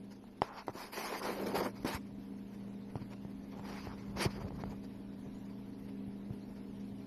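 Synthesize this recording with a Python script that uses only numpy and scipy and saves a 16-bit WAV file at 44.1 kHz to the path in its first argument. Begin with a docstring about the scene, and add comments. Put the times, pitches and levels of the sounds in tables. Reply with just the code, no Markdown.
"""In a room where motors hum and air hisses, a small hand-held recorder hangs over a tub of sand.
Fingers slide over its plastic housing in short scratchy strokes, made of stick-slip clicks and hiss.
As the grip shifts they knock the housing, which rings in dying sines and bounces in the hand.
The housing carries both straight to the microphone, which the moving hand also shakes in low lumps.
The room adds wavering sines for the motors and filtered noise for the air; the treble flickers."""
import sys
import numpy as np
from scipy import signal
from scipy.io import wavfile
from scipy.ndimage import uniform_filter1d

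SR = 44100
rng = np.random.default_rng(int(sys.argv[2]) if len(sys.argv) > 2 else 0)


def gain_from_db(level_db):
    """Turn a decibel level (scalar or array-like) into a linear amplitude factor."""
    decades = np.asarray(level_db, float) / 20
    return 10 ** decades


def master_out(mix):
    """Clip the mix to full scale and print it as 16-bit PCM to the path in sys.argv[1]."""
    frames = np.transpose(np.atleast_2d(mix))
    ceiling = np.clip(frames, -1, 1)
    pcm = np.round(ceiling * 32767).astype(np.int16)
    wavfile.write(sys.argv[1], SR, pcm)


N = 311346

# Finger strokes, one list a stroke. Each row: time in seconds, rub level in dB rms,
# low drag in dB over the rub, grit in dB over the rub.
STROKE_CURVES = [
    [(0.43, -44, 4, -9), (0.434, -49.5, -1, -9), (0.46, -49.5, -12, -12.5), (0.516, -54, -12, -16.5),
     (0.59, -47, -11, -14), (0.626, -54.5, -9, -15.5), (0.655, -75, -11, -2)],
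    [(0.668, -59, -7, 2), (0.684, -58, -5, -20), (0.69, -57, 7, -16), (0.7, -56.5, -8, -9),
     (0.71, -59, -15, -9), (0.719, -64, -12, -16), (0.741, -63.5, 16, -1.5), (0.753, -55, 1, -8.5),
     (0.811, -49, -11, -6.5), (0.849, -54, 2, -3), (0.915, -63, -6, -8)],
    [(0.915, -67, -2, -3), (0.922, -61, -6, -1), (0.93, -49.5, -2, -2), (1.075, -47, -5, -5),
     (1.121, -47.5, 1.5, -3.5), (1.161, -45, -3.5, -8.5), (1.195, -54.5, 2, 3), (1.22, -44, -2, -24)],
    [(1.22, -43, -9, -13), (1.244, -51.5, 6, 0.5), (1.254, -41, -2.5, -9), (1.28, -43, -4, -7.5),
     (1.295, -46, 11, -7.5), (1.312, -45.5, -1, -8), (1.344, -51, 6.5, -6), (1.42, -53.5, 9.5, -6.5),
     (1.455, -53.5, 10, -9.5), (1.468, -46.5, 11, -7), (1.48, -48.5, 10.5, -7), (1.53, -47.5, 0, -12)],
    [(1.53, -55.5, 18.5, -11), (1.556, -37.5, 4, -10.5), (1.604, -40.5, 5.5, -7), (1.622, -43, 7, -11.5),
     (1.644, -44, 1.5, -7), (1.664, -38.5, 6, -14), (1.72, -74.5, 12, -1)],
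    [(1.72, -75, 1, -12), (1.764, -59, -9, -7), (1.78, -64, 4, -6), (1.798, -76, 2, -13),
     (1.808, -82, 10, -4), (1.816, -75, -6, -15), (1.835, -63, 16, -1)],
    [(1.848, -49, 2, -2), (1.858, -44.5, 8, -13), (1.867, -40, -5, -14), (1.877, -44.5, 4, -3.5),
     (1.923, -46, -3, -4.5), (1.951, -46.5, -13, -3), (1.959, -46, -24, -5), (1.974, -53, -10, -4),
     (1.982, -63, 5, -3), (2.0, -71, 6, -10)],
    [(2.963, -61, 5, -2), (2.982, -60, -4, -14), (3.005, -69, -3, -1), (3.022, -60.5, 3, -4.5),
     (3.036, -70, 5, -4), (3.054, -74, -6, -10), (3.06, -91, 8, -3), (3.07, -85, 17, -8)],
    [(3.09, -83, 12, -13), (3.102, -74, -14, -5), (3.114, -63, -10, -10), (3.136, -59.5, -5, -6),
     (3.152, -75, 2, -12), (3.16, -79, 17, -15)],
    [(3.52, -73, 10, -3), (3.534, -62.5, 4, -12), (3.62, -61, 2, -21), (3.66, -57, -4, -8),
     (3.702, -52, 3, -6), (3.76, -56, -6, -4), (3.828, -58.5, -25, -2.5), (3.858, -54.5, -6, -4.5),
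     (3.89, -55.5, -8, -12), (3.914, -51.5, -16, -19), (3.98, -74, 13, -1)],
    [(3.98, -66.5, -3, -2), (4.152, -60.5, -1, -17), (4.17, -52, 6, -4), (4.188, -51, 2, -2.5),
     (4.194, -45.5, 3, -5), (4.212, -40.5, 2, -2), (4.224, -41.5, -1, 2.5), (4.238, -42, 1, -0.5),
     (4.256, -44, 13, -1.5), (4.274, -47, -9, -18), (4.3, -58, -9, -15)],
    [(4.3, -56, -2, -13), (4.314, -56.5, -12, -6), (4.372, -61.5, 10.5, -3.5), (4.418, -58, -6, -19),
     (4.438, -65.5, 15, -2), (4.448, -59.5, 9.5, -27), (4.49, -56.5, 5, -7)],
    [(4.52, -56, 16.5, -21), (4.532, -74, 9, -16), (4.558, -61, 0, -26), (4.57, -64, 3, -27),
     (4.594, -53, -3, -26), (4.616, -60, 0, -9), (4.625, -57, 6, -14)],
    [(4.655, -56, 12, -9), (4.663, -61, 5, -19), (4.687, -63, 3, -25), (4.705, -70, 17, -0.5),
     (4.721, -58.5, 8, -14), (4.747, -63.5, 3, -32), (4.8, -97, 15, -9)],
]
# Topmost sizzle of each stroke. Each entry: level in dB beyond the sizzle law in layer_gains.
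STROKE_SIZZLE_DB = [-3, 2, 0.5, 2, 2.5, -3, 1.5, -4, -11, -6.5, -3, -3.5, -13, -4]
# Colours of the five rub layers through housing and microphone port.
# Each row: frequency in Hz, relative level in dB per Hz.
RUB_COLOUR = [(300, -23), (520, -14.5), (900, 2.5), (1200, -3), (1600, -11.5), (2200, -21)]
DRAG_COLOUR = [(150, -7.5), (220, -4), (380, 1), (550, -2.5), (800, -15.5), (1200, -64)]
SCRATCH_COLOUR = [(1000, -10.5), (1500, -6.5), (2100, -0.5), (2600, -4.5), (3200, -21), (4000, -28)]
FIZZ_COLOUR = [(2800, 0), (3600, -5), (4700, 3.5), (6000, -3.5), (7000, -9), (7700, -29), (8500, -38)]
SIZZLE_COLOUR = [(6500, -14), (7700, -10.5), (9500, -1.5), (12900, 2.5), (14000, -17)]
# Knocks on the housing. Each row: start in seconds, click peak in dB before its grit is added,
# thud peak in dB, thud frequency in Hz, time constant of the contact in ms.
KNOCK_EVENTS = [(.2405, -45, -59, 110, 0.17), (0.4189, -14.5, -36, 125, 0.067),
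                (0.6815, -25, -32, 333, 0.056), (.692, -44, -33, 403, 0.17), (0.697, -36, -43.5, 119, .15),
                (.753, -46, -36, 250, .4), (1.579, -40, -41, 50, .16), (1.8472, -47, -23.5, 267, 0.37),
                (1.947, -55, -33.5, 69, 0.32), (2.956, -35, -28.5, 122, 0.093),
                (3.015, -58, -38, 116, 0.28), (3.2501, -50, -35, 125, 0.15), (3.595, -42, -40, 110, 0.039),
                (3.852, -46, -57, 110, .2), (3.871, -32, -38, 91, 0.22), (4.26, -36, -21, 116, 0.18),
                (4.416, -39, -40, 115, .2), (4.446, -54, -33, 134, 0.3), (4.456, -54, -35, 110, .23),
                (4.5062, -37, -39, 130, 0.21), (4.6371, -27.5, -37.5, 130, 0.17),
                (5.263, -62, -38, 129, 0.35), (6.076, -66, -39.5, 99, 0.62), (6.305, -64, -30.5, 120, 0.48),
                (6.922, -62, -40, 109, .4)]
# Modes of the knocked housing. Each row: frequency in Hz, relative level in dB, 60 dB decay in seconds.
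HOUSING_MODES = [(450, 3, 0.029), (840, 28, 0.0049), (1254, 2.5, 0.013), (2000, 11.5, 0.0082),
                 (2760, -11, 0.0024), (4800, 9, 0.0093)]
# Low shaking from the moving hand. Each row: time in seconds, level in dB.
SWAY_CURVE = [(0.9, -78), (1.46, -60), (1.92, -57), (2.04, -64), (2.93, -67), (3.29, -63), (3.77, -58),
              (4.3, -48), (4.46, -47.5), (4.69, -51), (4.9, -62), (7.0, -64)]
# Colour of the shaking. Each row: frequency in Hz, relative level in dB per Hz.
SWAY_COLOUR = [(20, -57), (45, -5), (100, -9), (160, -8), (250, -20)]
# Motor tones. Each row: frequency in Hz, level in dB rms, both before wavering and swell.
MOTOR_TONES = [(117, -61), (170, -66.5), (199.2, -50), (248, -62.5), (269.2, -56.5), (292, -65.5),
               (320, -71.5), (339, -75), (398, -73), (408, -67.5), (467, -71), (510, -84), (584, -76.5),
               (642, -74), (700, -81), (980, -84.5)]
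# Room air and microphone hiss. Each row: frequency in Hz, relative level in dB per Hz.
AIR_COLOUR = [(20, 2), (60, -6.5), (150, -10.5), (230, 5), (300, -3), (450, -7), (560, -14), (900, -14.5),
              (1200, -23), (2200, -24.5), (3500, -28.5), (4700, -30.5), (7000, -40.5), (8300, -48.5),
              (10000, -35.5), (13000, -37.5)]
# The room sags, then swells in at the start. Each row: time in seconds, change of tones in dB,
# change of air in dB.
ROOM_SWELL = [(0, -0.5, -2), (.3, -9.5, -1), (.95, -12, -3), (1.15, -7, 1), (1.38, 1, 1.2), (7.1, 2, 2)]
# Flicker of the treble. Each row: frequency in Hz, depth in dB.
FLICKER_DEPTH = [(1000, 0), (2500, 1.5), (5000, 3), (7000, 7), (9000, 5), (12000, 3)]


def evened(x):
    """Normalisation: scales a signal to unit mean power."""
    return x / np.sqrt(np.mean(x ** 2) + 1e-20)


def colour(x, points):
    """Minimum-phase filtering: a causal response of the given magnitude, result at unit power."""
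    hz, db = np.transpose(points)
    f = abs(np.fft.fftfreq(8192, 1 / SR))
    gain_db = np.interp(np.log(f + 1), np.log(hz), db, left=-90, right=-90)
    log_gain = gain_db * np.log(10) / 20
    # the Hilbert transform of the log magnitude gives the phase
    response = np.exp(np.conj(signal.hilbert(log_gain)))
    taps = np.fft.ifft(response).real[:4096]
    return evened(signal.oaconvolve(x, taps)[:N])


def drift(per_s):
    """Slow random fluctuation: straight lines join per_s normal knots of unit spread a second."""
    knots = rng.standard_normal(400)
    return np.interp(np.arange(N) / SR * per_s, np.arange(400), knots)


def slips(per_s, spread_db, clump_db, smooth):
    """Stick-slip friction: random clicks of uneven size over a smooth hiss, both swelling in clumps."""
    happens = rng.random(N) < per_s / SR
    size = np.minimum(rng.exponential(1, N), 4)
    sign = rng.choice([-1., 1.], N)
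    clicks = evened(sign * gain_from_db(spread_db * size) * happens)
    hiss = rng.standard_normal(N)
    return (clicks + smooth * hiss) * gain_from_db(clump_db * drift(45))


def layer_gains(rub_db, drag_db, grit_db, sizzle_db):
    """Sliding friction: gains of rub, drag, scratch, fizz and sizzle, the bright ones led by the grit."""
    scratch_db = 1 + 0.91 * grit_db
    top_db = sizzle_db - 4 + 1.27 * grit_db
    return gain_from_db(rub_db + np.array([0 * grit_db, drag_db, scratch_db, grit_db, top_db]))


def brushes():
    """Random arrivals: resting fingers brush faintly, each brush a bell-shaped swell of level."""
    per_s, width_s, spread_db = 14, 0.015, 1.5
    t = np.arange(N) / SR
    coarse_t = t[::64]
    starts = np.cumsum(rng.exponential(1, 150)) / per_s
    sizes = np.clip(rng.standard_normal(150), -2, 1.5)
    swells = sum(gain_from_db(spread_db * size) * np.exp(-((coarse_t - s) / width_s) ** 2)
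                 for s, size in zip(starts, sizes))
    gains = layer_gains(rub_db=-73, drag_db=3, grit_db=-2.5, sizzle_db=0)
    return gains[:, None] * np.interp(t, coarse_t, swells)


def strokes():
    """Stick-slip of skin on plastic: pressure feeds the low drag, speed the finer and brighter grit."""
    t = np.arange(N) / SR
    level = brushes()
    for rows, sizzle_db in zip(STROKE_CURVES, STROKE_SIZZLE_DB):
        s, *curves = np.transpose(rows)
        near = slice(round((s[0] - .01) * SR), round((s[-1] + .01) * SR))
        # each stroke fades in and out over 4 ms
        edge = np.clip(np.minimum(t[near] - s[0], s[-1] - t[near]) / .004 + .5, 0, 1)
        rub_db, drag_db, grit_db = [np.interp(t[near], s, c) for c in curves]
        level[:, near] += edge * layer_gains(rub_db, drag_db, grit_db, sizzle_db)
    coarse = slips(per_s=900, spread_db=1.5, clump_db=1.6, smooth=1.0)
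    fine = slips(per_s=5000, spread_db=3.5, clump_db=1.4, smooth=0.75)
    finest = slips(per_s=37000, spread_db=4.0, clump_db=-2.0, smooth=0.66)
    # in the order of layer_gains
    layers = [colour(coarse + 0.24 * fine, RUB_COLOUR),
              colour(coarse, DRAG_COLOUR),
              colour(fine + 0.74 * coarse, SCRATCH_COLOUR),
              colour(fine + 0.12 * coarse, FIZZ_COLOUR),
              colour(finest + 0.24 * fine, SIZZLE_COLOUR)]
    return (level * layers).sum(0)


def ring(modes, rise_ms):
    """Modal vibration: a sum of dying sines that take a moment to build up."""
    t = np.arange(4000) / SR
    sines = sum(gain_from_db(db - 60 * t / t60) * np.sin(2 * np.pi * hz * t) for hz, db, t60 in modes)
    return sines * (1 - np.exp(-t * 1000 / rise_ms))


def knocks():
    """Impact: a short push rings the shell, duller the longer the contact, and bounces the recorder."""
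    thud_cycles = 4.04  # the bounce in the hand dies by 60 dB in this many swings
    out = np.zeros(N + SR)
    push_ms = np.arange(300) * 1000 / SR
    t = np.arange(4000) / SR
    shell = ring(HOUSING_MODES, rise_ms=0.61)
    for s, click_db, thud_db, thud_hz, contact_ms in KNOCK_EVENTS:
        push = push_ms * np.exp(-push_ms / contact_ms)
        click = np.convolve(shell, push)[:len(t)]
        # a little grit scatters around the contact
        grit = rng.standard_normal(len(t)) * t * np.exp(-t / 0.00115)
        puff = np.convolve(grit, push)[:len(t)]
        hit = click / abs(click).max() + 0.21 * puff / abs(puff).max()
        # the bounce starts near the top of its swing
        swing = np.cos(2 * np.pi * thud_hz * t + 0.22)
        rise = 1 - np.exp(-t * 1000 / (2.06 * contact_ms))
        thud = swing * gain_from_db(-60 * t * thud_hz / thud_cycles) * rise
        knock = gain_from_db(click_db) * hit + gain_from_db(thud_db) * thud / abs(thud).max()
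        out[round(s * SR):][:len(t)] += knock
    high_pass = signal.butter(2, 45, "high", fs=SR, output="sos")
    return signal.sosfilt(high_pass, out[:N])


def sway():
    """Low-frequency agitation: the moving hand shakes the microphone in low lumps."""
    s, db = np.transpose(SWAY_CURVE)
    lumps = slips(per_s=180, spread_db=1.0, clump_db=-3.5, smooth=0.18)
    return gain_from_db(np.interp(np.arange(N) / SR, s, db)) * colour(lumps, SWAY_COLOUR)


def motors():
    """Tonal radiation: sines whose level and pitch waver independently."""
    tones = np.zeros(N)
    for hz, db in MOTOR_TONES:
        level = np.sqrt(2) * gain_from_db(db + 1.9 * drift(6))
        pitch_hz = hz + 0.665 * drift(4.02)
        turns = np.cumsum(pitch_hz) / SR + rng.random()
        tones += level * np.sin(2 * np.pi * turns)
    return tones


def patchwork(shape, bins, frames):
    """Smoothed randomness: unit-power patches over frequency bins and time frames."""
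    noise = rng.standard_normal(shape)
    return evened(uniform_filter1d(uniform_filter1d(noise, size=bins, axis=0), size=frames, axis=1))


def room_air():
    """Broadband noise: coloured hiss, patchy in time and frequency, of slowly drifting level."""
    z = signal.stft(colour(rng.standard_normal(N), AIR_COLOUR), nperseg=512)[2]
    patches = patchwork(z.shape, bins=4, frames=8)
    air = signal.istft(z * gain_from_db(1.5 * patches), nperseg=512)[1][:N]
    return evened(air) * gain_from_db(0.4 * drift(20))


def room():
    """Superposition of ambient sources: wavering motor tones over patchy air noise."""
    air_base_db = -56.5  # before the swell
    t = np.arange(N) / SR
    s, tones_db, air_db = np.transpose(ROOM_SWELL)
    tones = gain_from_db(np.interp(t, s, tones_db)) * motors()
    return tones + gain_from_db(air_base_db + np.interp(t, s, air_db)) * room_air()


def flicker(x):
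    """Time-varying spectral gain: treble patches dip for some tens of ms, a few almost to silence."""
    hz, _, z = signal.stft(x, SR, nperseg=1024)
    patches = patchwork(z.shape[1:], bins=11, frames=3)
    depth_db = np.interp(hz, *np.transpose(FLICKER_DEPTH))[:, None]
    # the lowest patches are pulled down further
    extra_dip = 2.1 * np.maximum(-patches - .7, 0)
    gain = gain_from_db(depth_db * (patches - extra_dip))
    # each frequency keeps unit mean power gain
    gain /= np.sqrt((gain ** 2).mean(1, keepdims=True))
    return signal.istft(z * gain, SR, nperseg=1024)[1][:, :N]


def scene():
    """Superposition: strokes, knocks, sway and room add up at one microphone."""
    return (strokes() + knocks() + sway() + room())[None]


def low_pass(x):
    """Removes everything above the highest recorded frequency."""
    return signal.sosfilt(signal.butter(12, 13130, fs=SR, output="sos"), x)


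def record(dry):
    """Signal chain: the treble of the mix flickers on its way to the output."""
    mix = flicker(dry)
    return low_pass(mix)


dry = scene()
out = record(dry)
master_out(out)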